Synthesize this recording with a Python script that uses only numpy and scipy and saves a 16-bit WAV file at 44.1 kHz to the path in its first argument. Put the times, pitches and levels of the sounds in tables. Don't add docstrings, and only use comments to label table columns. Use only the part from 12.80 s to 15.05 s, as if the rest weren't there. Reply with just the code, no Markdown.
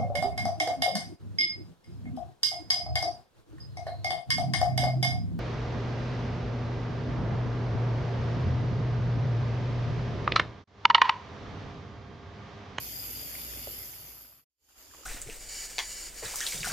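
import sys
import numpy as np
from scipy import signal
from scipy.fft import rfft, irfft, next_fast_len
from scipy.io import wavfile
from scipy.ndimage import uniform_filter1d, map_coordinates

SR = 44100
rng = np.random.default_rng(int(sys.argv[2]) if len(sys.argv) > 2 else 0)


def materialize(psi):
    bounded = np.clip(np.atleast_2d(psi).T, -1, 1)
    quanta = np.round(bounded * 32767).astype(np.int16)
    wavfile.write(sys.argv[1], SR, quanta)


N = 99357
GAP_S = 1.68


def amp(db):
    return 10 ** (np.asarray(db) / 20)


def unit(x):
    return x / np.sqrt(np.mean(x ** 2) + 1e-20)


def clock():
    return np.arange(N) / SR


def along(points, hz):
    f, value = np.transpose(points)
    return np.interp(np.log(hz + 1), np.log(f + 1), value)


def curves(rows):
    s, *columns = np.transpose(rows)
    return [np.interp(clock(), s, column) for column in columns]


def wobble(rate):
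    return map_coordinates(rng.standard_normal(8192), [clock() * rate], mode="wrap")


def filtered(x, response):
    m = next_fast_len(N + SR // 2)
    spectrum = rfft(x, m) * response(np.fft.rfftfreq(m, 1 / SR))
    return irfft(spectrum, m)[..., :N]


def panned(x, pan_db):
    return x * amp([[pan_db / 2], [-pan_db / 2]])


def scattered(x):
    decay_60db_s = .19
    t = np.arange(SR // 4) / SR
    tail = rng.standard_normal((2, len(t))) * amp(-60 * t / decay_60db_s)
    wet = signal.fftconvolve(np.atleast_2d(x), tail, axes=1)[:, :N]
    return np.array([unit(side) for side in wet]) * np.std(x)


def rush(spectrum, lag_s):
    # f/Hz, correlation/1
    likeness = [(60, 0.66), (300, 0.87), (800, 0.93), (1300, 0.8), (2200, 0.1), (4000, 0.099),
                (12000, 0.07)]
    patchy_db, fizz_db = 2.0, 1

    cells = signal.stft(rng.standard_normal((2, N)), nperseg=512)[2]
    field = uniform_filter1d(rng.standard_normal(cells.shape[1:]), size=3, axis=0)
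    field = uniform_filter1d(field, size=14, axis=1)
    pair = signal.istft(cells * amp(patchy_db * unit(field)), nperseg=512)[1][:, :N]
    pair = pair * amp(fizz_db * wobble(700))

    def mid_side_response(hz):
        angle = np.arccos(np.clip(along(likeness, hz), -1, 1)) / 2
        return amp(along(spectrum, hz)) * [np.cos(angle), np.sin(angle)]

    mid, side = filtered(pair, mid_side_response)
    left = filtered(mid + side, lambda hz: np.exp(-2j * np.pi * hz * lag_s))
    return unit(np.array([left, mid - side]))


def night_air():
    # f/Hz, relative level per hertz/dB
    spectrum_before = [(25, -27), (45, 1), (95, 9), (140, 8), (200, -3), (245, 6), (400, 0), (700, -0.5),
                       (1100, -3.5), (1650, -4), (2100, -1), (3500, -1), (3950, -9), (4500, 0.5),
                       (5200, 1.5), (5600, -5), (6400, -2), (7500, 0), (8150, -17), (9100, -3.5),
                       (9800, -6), (10700, 4), (12200, 7.5), (13400, 3.5), (14400, -2), (15400, -3)]
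    spectrum_after = [(25, -1), (60, 14.5), (180, -5), (300, 6.5), (700, -2), (1600, -6.5), (3000, 1.5),
                      (4000, -5), (4900, 2.5), (5800, -2), (7300, 7.5), (8100, -12.5), (9000, -3),
                      (12200, -0.5), (14000, -5), (15400, -5.5)]
    # t/s, rise in level/dB, half length/s
    hum_swells = [(0.258, 2.5, .04), (0.764, 5, 0.13)]
    hiss_db, hiss_after_db = -40, -49
    lag_s, lag_after_s = 0.0003215, -0.000052
    hum_hz, hum_db, hum_after_db, hum_waver_db = 57.56, -57, -68, 2

    before = clock() < GAP_S
    hiss_before = amp(hiss_db) * rush(spectrum_before, lag_s)
    hiss_after = panned(amp(hiss_after_db) * rush(spectrum_after, lag_after_s), pan_db=-2.0)
    hiss = np.where(before, hiss_before, hiss_after)

    hum_phase = 2 * np.pi * np.cumsum(hum_hz + 1.0 * wobble(8.3)) / SR
    hum = unit(np.sin(hum_phase) * amp(hum_waver_db * wobble(11)))
    swell_db = sum(db * np.exp(-((clock() - s) / half_s) ** 2) for s, db, half_s in hum_swells)
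    level_db = np.where(before, hum_db, hum_after_db) + swell_db
    return hiss + panned(hum * amp(level_db), pan_db=-5.0)


def far_crickets():
    # f/Hz, fall/Hz, mean syllable rate/Hz, level before the gap/dB, level after it/dB
    chirpers = [(5300, 600, 37, -60.5, -67.5), (5004, 600, 31, -61, -64.5), (6550, 840, 42, -66, -72.5),
                (7150, 110, 63, -62, -70), (7790, 500, 61, -78.5, -69.5)]
    out = np.zeros((2, N))
    for hz, fall_hz, rate, db, after_db in chirpers:
        u = (np.cumsum(rate * (1 + .1 * wobble(12))) / SR + rng.random()) % 1
        tone = np.sin(2 * np.pi * np.cumsum(hz - fall_hz * u + 40 * wobble(60)) / SR)
        song = unit(tone * np.sin(np.pi * u) ** 2 * amp(0.76 * wobble(5.1)))
        out += scattered(song) * amp(np.where(clock() < GAP_S, db, after_db))
    return out


def wing_buzz(hz, rate, stroke_s):
    backstroke_db, backstroke_turn = -7, .24
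    tooth_hz, tooth_depth, stroke_spread_db = 1440, 0.28, 1.4

    turns = np.cumsum(rate * (1 + 0.0025 * wobble(8))) / SR + .6
    size, start = rng.standard_normal((2, 1024))[:, turns.astype(int) % 1024]
    t = (turns % 1 - .5) / rate
    stroke = np.exp(-(t / stroke_s) ** 2)
    backstroke = amp(backstroke_db) * np.exp(-((t - backstroke_turn / rate) / stroke_s) ** 2)
    teeth = 1 + tooth_depth * np.cos(2 * np.pi * tooth_hz * t)
    resonance = np.sin(2 * np.pi * (np.cumsum(hz) / SR + 0.15 * start))
    return unit((stroke + backstroke) * teeth * amp(stroke_spread_db * size) * resonance)


def bush_crickets():
    # t/s, wing resonance f/Hz, level/dB
    buzzer = [(0, 12200, -64), (.13, 12130, -59), (.34, 12100, -46.5), (.45, 12100, -72), (.58, 11830, -51),
              (.76, 12100, -62), (.87, 12290, -51), (1.02, 12270, -47.5), (1.12, 12330, -50.5),
              (1.33, 12330, -48.5), (1.43, 12350, -44), (1.62, 12240, -48.5), (1.69, 12300, -71.5),
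              (1.82, 12200, -61), (1.96, 12250, -69.5), (2.02, 12040, -58), (2.06, 12400, -66.5),
              (2.25, 12250, -80)]
    # t/s, wing resonance f/Hz, level/dB
    rasper = [(0, 12310, -56), (.16, 12170, -55), (.35, 11960, -60), (.62, 11980, -56), (.8, 12030, -60),
              (1.0, 12050, -60), (1.62, 11850, -55.5), (1.69, 12000, -68), (1.96, 12100, -69),
              (2.015, 11920, -56.5), (2.06, 11800, -68), (2.25, 11820, -72)]
    waver_db = 1
    strokes_hz, stroke_s, pan_db, scatter_db = 101.9, .0011, -2, -2
    rasp_strokes_hz, rasp_stroke_s, rasp_pan_db, rasp_scatter_db = 88.6, .001, 6, -4.5

    hz, db = curves(buzzer)
    right = amp(db + waver_db * wobble(25.0)) * wing_buzz(hz, strokes_hz, stroke_s)
    hz, db = curves(rasper)
    uneven_rate = rasp_strokes_hz * (1 + .12 * wobble(50))
    left = amp(db + waver_db * wobble(6.7)) * wing_buzz(hz, uneven_rate, rasp_stroke_s)

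    right_field = panned(right, pan_db) + amp(scatter_db) * scattered(right)
    left_field = panned(left + amp(rasp_scatter_db) * scattered(left), rasp_pan_db)
    return right_field + left_field


def grass():
    # f/Hz, relative level per hertz/dB
    rustle_spectrum = [(100, -29.5), (700, -6), (1250, 6.5), (1600, -0.5), (2500, -6), (6000, -35),
                       (15000, -29)]
    # t/s, level/dB
    rustle_course = [(0, -75), (.9, -64.5), (1.15, -59), (1.6, -52), (1.75, -80.5), (1.87, -81),
                     (1.9, -59.5), (2.25, -61.5)]
    grain_db = 3.5
    db, = curves(rustle_course)
    noise = filtered(rng.standard_normal((2, N)), lambda hz: amp(along(rustle_spectrum, hz)))
    return amp(db) * unit(noise * amp(grain_db * wobble(200)))


def near_crickets():
    # t/s, starting pitch f/Hz, level/dB, left-right difference/dB
    syllables = [(.119, 5120, -46.5, 13), (0.153, 5150, -42.5, 11), (.189, 5230, -42, 14),
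                 (.226, 5100, -50.5, 13), (.350, 5110, -41, 9), (.388, 5120, -44.5, 12),
                 (0.422, 5130, -43.5, 12), (.787, 5100, -51, -2), (.825, 5310, -46, 6),
                 (.947, 5300, -51.5, -9), (.988, 5180, -49.5, 0.5), (1.026, 5360, -45.5, 1),
                 (1.04, 6540, -48, -4.5), (1.108, 6560, -48.5, -7), (1.152, 5120, -54.5, -7),
                 (1.181, 6400, -54, -7.5), (1.260, 6400, -48, -3.5)]
    syllable_s, fall_hz = .021, 626
    echo_s, echo_db, late_echo_s, late_echo_db, scatter_db = .0105, -7, .021, -12, -8

    out = np.zeros((2, N))
    for s, hz, db, pan_db in syllables:
        u = np.clip((clock() - s) / syllable_s, 0, 1)
        tone = np.sin(2 * np.pi * np.cumsum(hz - fall_hz * u ** 1.2) / SR)
        swell = np.sin(np.pi * u) ** 2
        out += panned(amp(db + 2.4 * wobble(450)) * swell * tone, pan_db)

    def echo_response(hz):
        early = amp(echo_db) * np.exp(-2j * np.pi * hz * echo_s)
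        late = amp(late_echo_db) * np.exp(-2j * np.pi * hz * late_echo_s)
        return early + late

    return out + filtered(out, echo_response) + amp(scatter_db) * scattered(out)


def ticks():
    # t/s, pitch f/Hz, level/dB, decay/s, crack relative to ring/dB
    contacts = [(0.5524, 2166, -38.5, 0.00087, -3), (.5955, 2340, -45, 0.0006, -4),
                (0.736, 1860, -47, 0.00064, -9), (.8728, 570, -33, .0012, -13),
                (.8775, 470, -42, .0025, -12), (.876, 94.6, -47, .007, -15), (1.031, 2050, -45, 0.0016, -4),
                (1.1346, 2200, -42, 0.002, -5), (1.892, 1490, -49, .001, -1),
                (1.923, 2480, -47, 0.00037, 2), (2.112, 1650, -48, 0.0011, -9),
                (2.138, 1116, -43, 0.00085, -3), (2.148, 1110, -38.5, 0.00028, -6),
                (2.153, 900, -51, 0.0012, -4), (2.188, 544, -50.5, .0017, 3),
                (2.209, 550, -51.5, 0.0018, -3), (2.234, 1300, -51.5, .001, -3)]
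    crack_s = .0007
    out = np.zeros(N)
    for s, hz, db, decay_s, crack_db in contacts:
        t = np.maximum(clock() - s, 0)
        envelope = (t / decay_s) * np.exp(1 - t / decay_s)
        ring = envelope * np.sin(2 * np.pi * hz * t) * amp(2 * wobble(900))
        noise = unit(filtered(rng.standard_normal(N), lambda f: f / hz / (1 + (f / (2 * hz)) ** 3)))
        crack = noise * (t > 0) * np.exp(-t / crack_s)
        out += amp(db) * (ring + amp(crack_db) * crack)
    return out


def scene():
    return night_air() + far_crickets() + bush_crickets() + grass() + near_crickets() + ticks()


def record(dry):
    # t/s, gain/dB
    fade = [(0, 0.5), (.8, 0), (1.0, -2), (1.25, -7), (1.42, -11), (1.6, -21), (1.64, -33.5), (1.66, -100),
            (1.69, -100), (1.7, -49), (1.77, -46), (1.81, -29), (1.85, -20.5), (1.882, -19), (1.889, -14),
            (1.95, -14), (1.985, -5), (2.1, -6.5), (2.17, -3), (2.25, -2.5)]
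    top_hz = 15480
    gain_db, = curves(fade)
    return filtered(dry * amp(gain_db), lambda hz: .5 - .5 * np.tanh((hz - top_hz) / 40))


dry = scene()
out = record(dry)
materialize(out)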